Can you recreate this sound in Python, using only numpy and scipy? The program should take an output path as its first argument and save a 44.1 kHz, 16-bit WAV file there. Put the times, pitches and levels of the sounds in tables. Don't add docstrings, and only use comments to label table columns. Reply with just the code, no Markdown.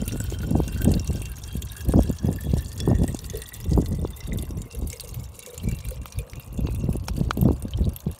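import sys
import numpy as np
from scipy import signal
from scipy.fft import rfft, irfft, next_fast_len
from scipy.io import wavfile
from scipy.ndimage import map_coordinates

SR = 44100
rng = np.random.default_rng(int(sys.argv[2]) if len(sys.argv) > 2 else 0)


def volts_from_decibels(level):
    exponent = np.asarray(level, float) / 20
    return 10 ** exponent


def materialize(psi):
    bounded = np.clip(np.atleast_2d(psi).T, -1, 1)
    quanta = np.round(bounded * 32767).astype(np.int16)
    wavfile.write(sys.argv[1], SR, quanta)


N = 361179

# pitch in Hz, level in dB per Hz.
SPRAY = [(700, -80), (2000, 5), (4000, 5), (8000, -13), (16000, 2.5)]
MIST_THINS_DB_PER_S = 1


def stream():
    s, db, hz = drops()
    octaves = (0.74 + 0.33 * rng.uniform(-1, 1, (len(s), 1))).clip(.2, 2)
    tick = bursts(hz, octaves=octaves, t60=.013) + 0.43 * bursts(hz, octaves=0.084, t60=0.033)
    spat = placed(s, volts_from_decibels(db - 6.5)[:, None] * tick)

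    plop_db = db - 24.0 + rng.normal(0, 3.1, len(s))
    plop = placed(s, volts_from_decibels(plop_db)[:, None] * bursts(np.full(len(s), 2800.), octaves=0.52, t60=0.039))

    when, pitch, size = scattered(s, count=1100, low_hz=5400, octaves=1.7, spread_db=21.5)
    droplets = placed(when, size * bursts(pitch, octaves=0.53, t60=0.045, size=512))
    when, pitch, size = scattered(s, count=1500, low_hz=3440, octaves=1.9, spread_db=17.5)
    fizz = placed(when, size * bubbles(pitch, cycles=19.0, size=640))
    mist_db = 6 * wobble(30) - MIST_THINS_DB_PER_S * np.arange(N) / SR
    mist = volts_from_decibels(mist_db) * coloured(rng.standard_normal(N), SPRAY)
    spray_db, gurgle_db = flow()
    spray = volts_from_decibels(spray_db + 1.5) * unit(unit(droplets) + 0.68 * unit(fizz) + 0.55 * unit(mist))

    when, pitch, size = scattered(s, count=1300, low_hz=1383, octaves=1.85, spread_db=10.5)
    round_bubble = bubbles(pitch, cycles=8.3, size=512) * np.linspace(1, 0, num=512)
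    rough = bursts(pitch, octaves=0.73, t60=0.024, size=512)
    gurgle = placed(when, size * (round_bubble + 0.52 * rough))
    return spat + spray, plop + volts_from_decibels(gurgle_db - 3.5) * unit(gurgle)


# start in seconds, peak in dB, centre pitch in Hz.
DROPS = [(0.0159, -25.5, 7100), (0.1208, -20, 5650), (0.2012, -19.5, 7500), (0.301, -21.5, 6650),
         (0.845, -13, 8940), (0.9168, -17.5, 8900), (0.938, -19, 4500), (1.075, -18, 6000),
         (1.2179, -21.5, 8700), (1.2552, -18.5, 6300), (1.621, -18.5, 7000), (1.8066, -22.5, 5400),
         (2.0943, -24, 7500), (2.8021, -13, 5230), (3.0784, -20.5, 8050), (3.146, -20, 6600),
         (3.1901, -18.5, 5580), (3.299, -19, 6260), (3.4185, -18.5, 8900), (3.5395, -18.5, 7700),
         (3.7328, -20.5, 5040), (3.8591, -21.5, 4260), (4.385, -24, 7900), (4.9003, -18, 7700),
         (5.462, -19, 6600), (5.8857, -20.5, 9000), (6.123, -21, 5740), (6.6692, -24, 4060),
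         (7.0829, -10, 5400), (8.0038, -23.5, 6440)]
# start in seconds, peak in dB.
SPITS = [(0.0786, -11), (0.1714, -24.5), (0.2395, -21), (0.5072, -23), (0.8183, -14), (1.045, -25),
         (1.765, -23), (2.36, -24), (2.4075, -21.5), (3.3712, -17.5), (4.374, -22), (4.4242, -19.5),
         (4.7487, -22), (4.8726, -17.5), (5.1433, -18.5), (5.3913, -19.5), (5.8508, -24), (6.1872, -18),
         (6.3967, -23.5), (6.7474, -22), (6.9277, -24), (6.9664, -22), (7.3716, -20), (7.4129, -14),
         (7.892, -27), (7.9344, -30), (7.962, -11.5), (5.907, -20), (6.0564, -23.5), (8.113, -24)]
SPIT_HZ, SPIT_SPREAD = 11700, 0.16
BREAK_S, BREAK_JITTER = .044, .32
DRIP_DB, DRIP_SPREAD_DB = 21.5, 4.5


def drops():
    s, db = np.transpose(SPITS)
    spit_hz = SPIT_HZ * (1 + SPIT_SPREAD * rng.uniform(-1.13, 1, len(s)))
    loud = np.hstack([np.transpose(DROPS), [s, db, spit_hz]])
    marks = np.sort(np.r_[loud[0], N / SR])
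    gaps = []
    for a, b in zip(marks, marks[1:]):
        pieces = max(round((b - a) / BREAK_S), 1)
        gaps.append(np.linspace(a, b, pieces + 1)[1:-1])
    s = np.concatenate(gaps)
    late, size, pick = rng.standard_normal((len(s), 3)).T
    s = s + BREAK_JITTER * BREAK_S * late
    tones = np.r_[np.transpose(ACROSS)[0][1:], SPIT_HZ]
    hz = tones[(np.abs(pick) * 1000).astype(int) % len(tones)]
    db = flow()[0][(s * SR).astype(int)] + DRIP_DB + DRIP_SPREAD_DB * size
    return np.hstack([loud, [s, db, hz]])


# time in seconds, spray in dB, gurgle in dB.
FLOW = [
    (0.0, -44, -45),
    (0.32, -48.5, -48),
    (3.67, -47, -54.5),
    (4.79, -49.5, -56.5),
    (4.97, -44, -55.5),
    (5.31, -51.5, -55),
    (5.68, -49, -50),
    (6.38, -53.5, -55),
    (7.25, -52, -54.5),
    (8.19, -54.5, -52),
]
# middle in seconds, half length in seconds, change in dB.
STALLS = [(0.502, 0.087, -7.5), (1.013, 0.023, -6.5), (1.325, 0.029, -4), (1.87, 0.023, -6),
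          (2.212, 0.036, -8), (2.468, 0.033, -4), (2.967, 0.043, -6.5), (3.97, 0.16, -5.5),
          (4.664, 0.038, -10.5), (5.29, .06, -4), (5.83, .03, -3), (6.0, 0.037, -11), (6.27, 0.038, -3.5),
          (6.517, .05, -4), (6.9, 0.02, -5), (6.993, 0.023, -9), (7.738, 0.042, -5.5), (8.066, 0.037, -6)]


def flow():
    t = np.arange(0, N + 64, 64) / SR
    s, half, db = np.transpose(STALLS)[:, :, None]
    dips = np.sum(db * np.exp(-((t - s) / half) ** 2), 0)
    dip_db = np.interp(np.arange(N) / SR, t, dips)
    spray_db, gurgle_db = curves(FLOW)
    return spray_db + dip_db, gurgle_db + 0.45 * dip_db


def scattered(falls, count, low_hz, octaves, spread_db):
    which, wait, free, pitch, size = rng.random((count, 5)).T
    parent = falls[(which * len(falls)).astype(int)]
    trailing = np.minimum(parent - .015 * np.log(wait), N / SR)
    when = np.where(free < .68, which * N / SR, trailing)
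    return when, low_hz * 2 ** (octaves * pitch), volts_from_decibels(spread_db * (size ** 2 - 1))[:, None]


# time in seconds, neck-to-water mode in Hz, half-wave of the air in Hz.
FILL = [
    (0, 1440, 1490),
    (2, 1680, 1825),
    (3.2, 1870, 2085),
    (4.2, 2030, 2325),
    (5.1, 2200, 2690),
    (5.8, 2350, 2905),
    (8.19, 2880, 3700),
]
# time in seconds, neck mode in dB, joined modes in dB,
# lone modes in dB.
RING = [
    (0, -2, -2, 1.5),
    (3, 2, 0, -2),
    (6, -2, -9.5, -1),
    (6.6, 3, -21, -2.5),
    (8.19, -26, -15, -9),
]
# pitch in Hz, dB alone, dB with one half-wave, dB with two.
ACROSS = [(2740, 8.5, 8, -9), (4590, -0.5, -9, -1), (5550, -0.5, -1, 0), (6530, -3.5, -17, -2),
          (7200, 2, -3, 5), (8630, -1, 6, 6)]
# pitch in Hz, level in dB.
MOUTH = [(1000, 2.5), (2200, -6), (3600, 0.5), (5000, -5), (6000, -1), (9000, -0.5), (10300, -1.5),
         (12000, 1.5), (16000, -1)]


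def bottle(bright, dull):
    neck_hz, half_hz = curves(FILL)
    neck_db, joined_db, alone_db = curves(RING)
    swash_colour = [(600, -40), (1300, 0.5), (4000, -11.0), (9000, -10.5), (16000, -35)]
    swash = unit(coloured(rng.standard_normal(N), swash_colour))
    churn = volts_from_decibels(flow()[1] - 5.0 + 2.5 * wobble(28)) * swash
    drive = 0.4 * bright + dull + churn

    def wandering():
        return volts_from_decibels(4.85 * wobble(20)) * drive

    ring = volts_from_decibels(6.5 + neck_db) * resonant(wandering(), neck_hz * (1 + 0.0055 * wobble(9)), width_hz=58)
    wall_hz = 1810 - 25 * np.arange(N) / SR
    ring += volts_from_decibels(0.5) * resonant(drive, wall_hz, width_hz=5)
    for hz, *levels in ACROSS:
        for n, db in enumerate(levels):
            mode_db = db + (joined_db if n else alone_db)
            mode_hz = np.hypot(hz, n * half_hz)
            ring += volts_from_decibels(mode_db) * resonant(wandering(), mode_hz, width_hz=0.012 * hz)
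    return coloured(0.71 * bright + 0.76 * dull, MOUTH) + ring


# start in seconds, peak in dB.
GLUGS = [(3.334, -35), (4.299, -46), (4.733, -49.5), (4.93, -49), (5.033, -46.5), (5.378, -53.5),
         (5.53, -48), (5.645, -53), (5.47, -45.5), (5.91, -46), (6.19, -46)]
# start in seconds, peak in dB, pitch in Hz.
PLOPS = [(0.0897, -30, 2740), (0.4329, -29, 1454), (0.9398, -22, 4240), (1.2242, -29.5, 2710),
         (1.6247, -27, 3350), (1.6987, -29.5, 3760), (2.386, -29, 1752), (2.597, -34, 3870),
         (3.458, -31, 3510), (3.521, -32, 1935), (4.0541, -36.5, 3550), (4.3214, -28.5, 2050),
         (4.3873, -29, 3560), (4.9262, -30.5, 2180), (5.6002, -34, 3150), (7.1756, -35, 4630),
         (7.7357, -25, 3120), (7.8435, -32, 3780), (7.9618, -43, 3230)]


def glugs():
    s, db = np.transpose(GLUGS)
    puff = bursts(np.full(len(s), 480.), octaves=0.35, t60=0.22, size=4096)
    puffs = placed(s, volts_from_decibels(db + 12.5)[:, None] * puff)
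    draught = coloured(rng.standard_normal(N), [(100, -62), (300, -11.5), (700, -3.0), (2000, -77)])
    puffs += volts_from_decibels(-50.5 + 4.6 * wobble(14)) * unit(draught)
    tone = resonant(puffs, 9.1 * np.sqrt(curves(FILL)[1]), width_hz=50.5)

    s, db, hz = np.transpose(PLOPS)
    plop = bubbles(hz, cycles=13.8) + 0.34 * bursts(hz, octaves=0.24, t60=0.034)
    return tone + placed(s, volts_from_decibels(db - 4)[:, None] * plop)


# pitch in Hz, level in dB.
BUFFET = [
    [(15, -54), (30, -8.5), (60, 2.5), (130, -5.5), (300, -40.5), (800, -120)],
    [(40, -60), (90, -14.5), (160, 3.5), (300, -5.5), (600, -17.5), (1200, -40.5), (3000, -120)],
]


def wind():
    wind_db, flutter_db = gusts()
    rumble, flutter = (coloured(rng.standard_normal(N), colour) for colour in BUFFET)
    shared = np.tanh(wobble(30))
    rumble = volts_from_decibels(wind_db) * unit(volts_from_decibels(2 * shared) * rumble)
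    lumps_db = 4.6 * shared + 8.0 * np.tanh(wobble(60))
    flutter = volts_from_decibels(flutter_db - 2) * unit(volts_from_decibels(lumps_db) * flutter)

    s, db, hz = eddies(flutter_db)
    t = (np.arange(2048) - 1024) / SR
    turns = hz[:, None] * t
    start, twist, kink = rng.uniform(-1.1, 1, (len(s), 3)).T[:, :, None]
    swirl = np.cos(2 * np.pi * turns * (1 + 0.31 * twist * turns) + np.pi * start)
    swirl *= np.exp(-(turns / 0.68) ** 2)
    edge = np.cos(2 * np.pi * 2.3 * turns + np.pi * kink) / np.cosh((turns + 0.35) / 0.16)
    slap = np.cos(2 * np.pi * 600 * t + np.pi * twist) / np.cosh(t / 0.00048 + 0.67)
    thump = swirl + 0.41 * edge + volts_from_decibels(1.03 * db[:, None] + 2.5) * slap
    begin = np.maximum(s + 0.00397 - 1024 / SR, 0)
    return rumble + flutter + placed(begin, volts_from_decibels(db + 4.0)[:, None] * thump)


# peak time in seconds, wind in dB, swell time in seconds, flutter in dB above the wind.
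GUSTS = [(0.15, -30, 0.9, -5.5), (0.56, -21.5, 0.06, -0.5), (0.912, -21.5, 0.057, 2),
         (1.13, -26.5, 0.072, -6), (1.59, -30, 0.057, -6), (1.968, -18.5, 0.071, -4), (2.1, -24, 0.015, 2),
         (2.291, -23, 0.041, 0.5), (2.528, -24.5, 0.074, -1), (2.89, -22.5, 0.072, 1),
         (3.03, -25, 0.083, 0), (3.31, -31, 0.073, -10.5), (3.76, -22.5, 0.074, 1),
         (3.97, -24.5, 0.076, -5), (4.361, -27, 0.081, -2.5), (4.55, -31, 0.068, 0.5),
         (4.83, -30.5, 0.055, -4), (5.18, -33, 0.089, -10.5), (5.691, -21.5, 0.046, -8.5),
         (5.89, -31, 0.039, -15), (6.01, -32, 0.037, -10.5), (6.191, -26.0, 0.018, -8.5),
         (6.36, -34.5, 0.029, -7.5), (6.65, -24, 0.079, -5), (6.89, -22.5, 0.083, -4.5),
         (7.2, -25, 0.083, -4), (7.472, -20, 0.06, 1), (7.65, -27, 0.017, 0), (7.828, -20.5, 0.055, -5.5),
         (8.09, -22.5, 0.017, -8)]
FLUTTER_NARROWS = 1.51
LULL_DB, LULL_FLUTTER_DB = -66, -58.5
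RISE_SHARE, SHOULDER = 0.94, 1.083


def gusts():
    t = np.arange(0, N + 64, 64) / SR
    s, db, swell, over_db = np.transpose(GUSTS)[:, :, None]
    away = np.abs(t - s) / swell / np.where(t < s, RISE_SHARE, 1)
    u = np.clip(away, 0, 20) ** SHOULDER
    body = np.sum((volts_from_decibels(db) / np.cosh(u)) ** 2, 0)
    body = np.sqrt(body + volts_from_decibels(LULL_DB) ** 2)
    core = np.sum((volts_from_decibels(db + over_db) / np.cosh(FLUTTER_NARROWS * u)) ** 2, 0)
    core = np.sqrt(core + volts_from_decibels(LULL_FLUTTER_DB) ** 2)
    return [np.interp(np.arange(N) / SR, t, 20 * np.log10(v)) for v in (body, core)]


# middle in seconds, peak in dB, pitch in Hz.
EDDIES = [(0.022, -18.5, 185), (1.553, -22.5, 170), (0.513, -19, 224), (0.551, -12, 248), (0.599, -16, 324),
          (0.91, -16, 186), (1.102, -20, 170.2), (1.893, -16.5, 157), (1.935, -14.5, 406), (1.989, -9, 232),
          (2.099, -16.5, 199), (2.245, -18, 150), (2.535, -15, 162), (2.874, -13, 307), (2.912, -10.5, 162),
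          (3.144, -22, 260), (3.015, -15.5, 150), (6.59, -20, 187), (3.783, -13.5, 187),
          (4.047, -18.5, 367), (7.651, -23.5, 200), (5.677, -19.5, 151), (6.888, -15.5, 155),
          (8.067, -17.5, 158), (7.21, -16, 150), (7.371, -19, 253), (7.425, -13.5, 140), (7.453, -13, 230),
          (7.485, -15, 365), (7.807, -20.5, 192)]
SMALL_EDDY_DB, SMALL_EDDY_HZ = 9, 150


def eddies(flutter_db, count=90):
    when, size, pitch = rng.random((count, 3)).T
    when = (np.arange(count) + when) / count
    db = flutter_db[(when * N).astype(int)] + SMALL_EDDY_DB - 6 * size
    hz = SMALL_EDDY_HZ * 2 ** (1.2 * pitch ** 2)
    return np.hstack([np.transpose(EDDIES), [when * N / SR, db, hz]])


# start in seconds, peak in dB, pitch in Hz.
SNAPS = [
    (6.0575, -29.5, 1200),
    (6.334, -34, 2240),
    (6.6715, -32.5, 1040),
    (7.0844, -20.5, 913),
    (7.3088, -13, 1280),
]


def bag():
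    s, db, hz = np.transpose(SNAPS)
    t = np.arange(1024) / SR
    knock = np.sin(2 * np.pi * hz[:, None] * t) * volts_from_decibels(-60 * t / 0.0079)
    knock = knock + 0.35 * np.sin(2 * np.pi * 2900 * t) * volts_from_decibels(-60 * t / 0.007)
    crack = bursts(1.7 * hz, octaves=0.91, t60=0.014)
    return placed(s, volts_from_decibels(db + 5.5)[:, None] * (knock + 0.41 * crack))


# pitch in Hz, level in dB per Hz.
FAR = [(120, -32), (200, 1), (334, -9), (1120, -0.5), (1770, -22.5), (2750, -14), (4950, -51),
       (12200, -32.5), (16000, -22)]


def far():
    return volts_from_decibels(-56.5 + 0.77 * wobble(7.8)) * unit(coloured(rng.standard_normal(N), FAR))


def bursts(hz, octaves, t60, size=1024):
    t = np.arange(size) / SR
    f = np.fft.rfftfreq(size, 1 / SR) + 1
    band = np.exp(-(np.log2(f / hz[:, None]) / octaves) ** 2 / 2)
    noise = irfft(rfft(rng.standard_normal((len(hz), size))) * band)
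    noise /= np.std(noise, axis=1, keepdims=True)
    return noise * volts_from_decibels(-60 * t / t60) * (1 - np.exp(-t / 0.00034))


def bubbles(hz, cycles, size=1024):
    turns = hz[:, None] * np.arange(size) / SR
    slide = rng.normal(.004, .008, (len(hz), 1))
    tone = np.sin(2 * np.pi * turns * (1 + slide * turns / cycles))
    return tone * np.exp(-turns / cycles) * (1 - np.exp(-turns / 0.5))


def resonant(x, hz, width_hz):
    turn = np.exp(2j * np.pi * np.cumsum(np.broadcast_to(hz, N)) / SR)
    pole = np.exp(-np.pi * width_hz / SR)
    return 2 * np.real(turn * signal.lfilter([1 - pole], [1, -pole], x * turn.conj()))


def placed(s, grains):
    at = np.round(s * SR).astype(int)[:, None] + np.arange(grains.shape[1])
    return np.bincount(at.ravel(), grains.ravel(), N + grains.shape[1])[:N]


def coloured(x, points):
    m = next_fast_len(N + 8192)
    return irfft(rfft(x, m) * volts_from_decibels(along(points, np.fft.rfftfreq(m, 1 / SR))), m)[:N]


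def along(points, hz):
    f, v = np.transpose(points)
    return np.interp(np.log(hz + 1), np.log(f + 1), v)


def curves(rows):
    s, *cols = np.transpose(rows)
    return [np.interp(np.arange(N) / SR, s, c) for c in cols]


def wobble(rate):
    at = np.arange(0, N + 32, 32)
    knots = rng.standard_normal(int(N * rate / SR) + 4)
    return np.interp(np.arange(N), at, map_coordinates(knots, [at * rate / SR]))


def unit(x):
    return x / np.sqrt(np.mean(x ** 2) + 1e-20)


def scene():
    return (wind() + bottle(*stream()) + glugs() + bag() + far())[None]


def low_pass(x):
    return signal.sosfilt(signal.butter(12, 16840, fs=SR, output="sos"), x)


def record(dry):
    edge = [(15, -20), (28, -5), (40, 0), (15650, 0), (15750, -22), (16750, -34), (16850, -80)]  # (Hz, dB)
    return low_pass(coloured(dry[0], edge)[None])


dry = scene()
out = record(dry)
materialize(out)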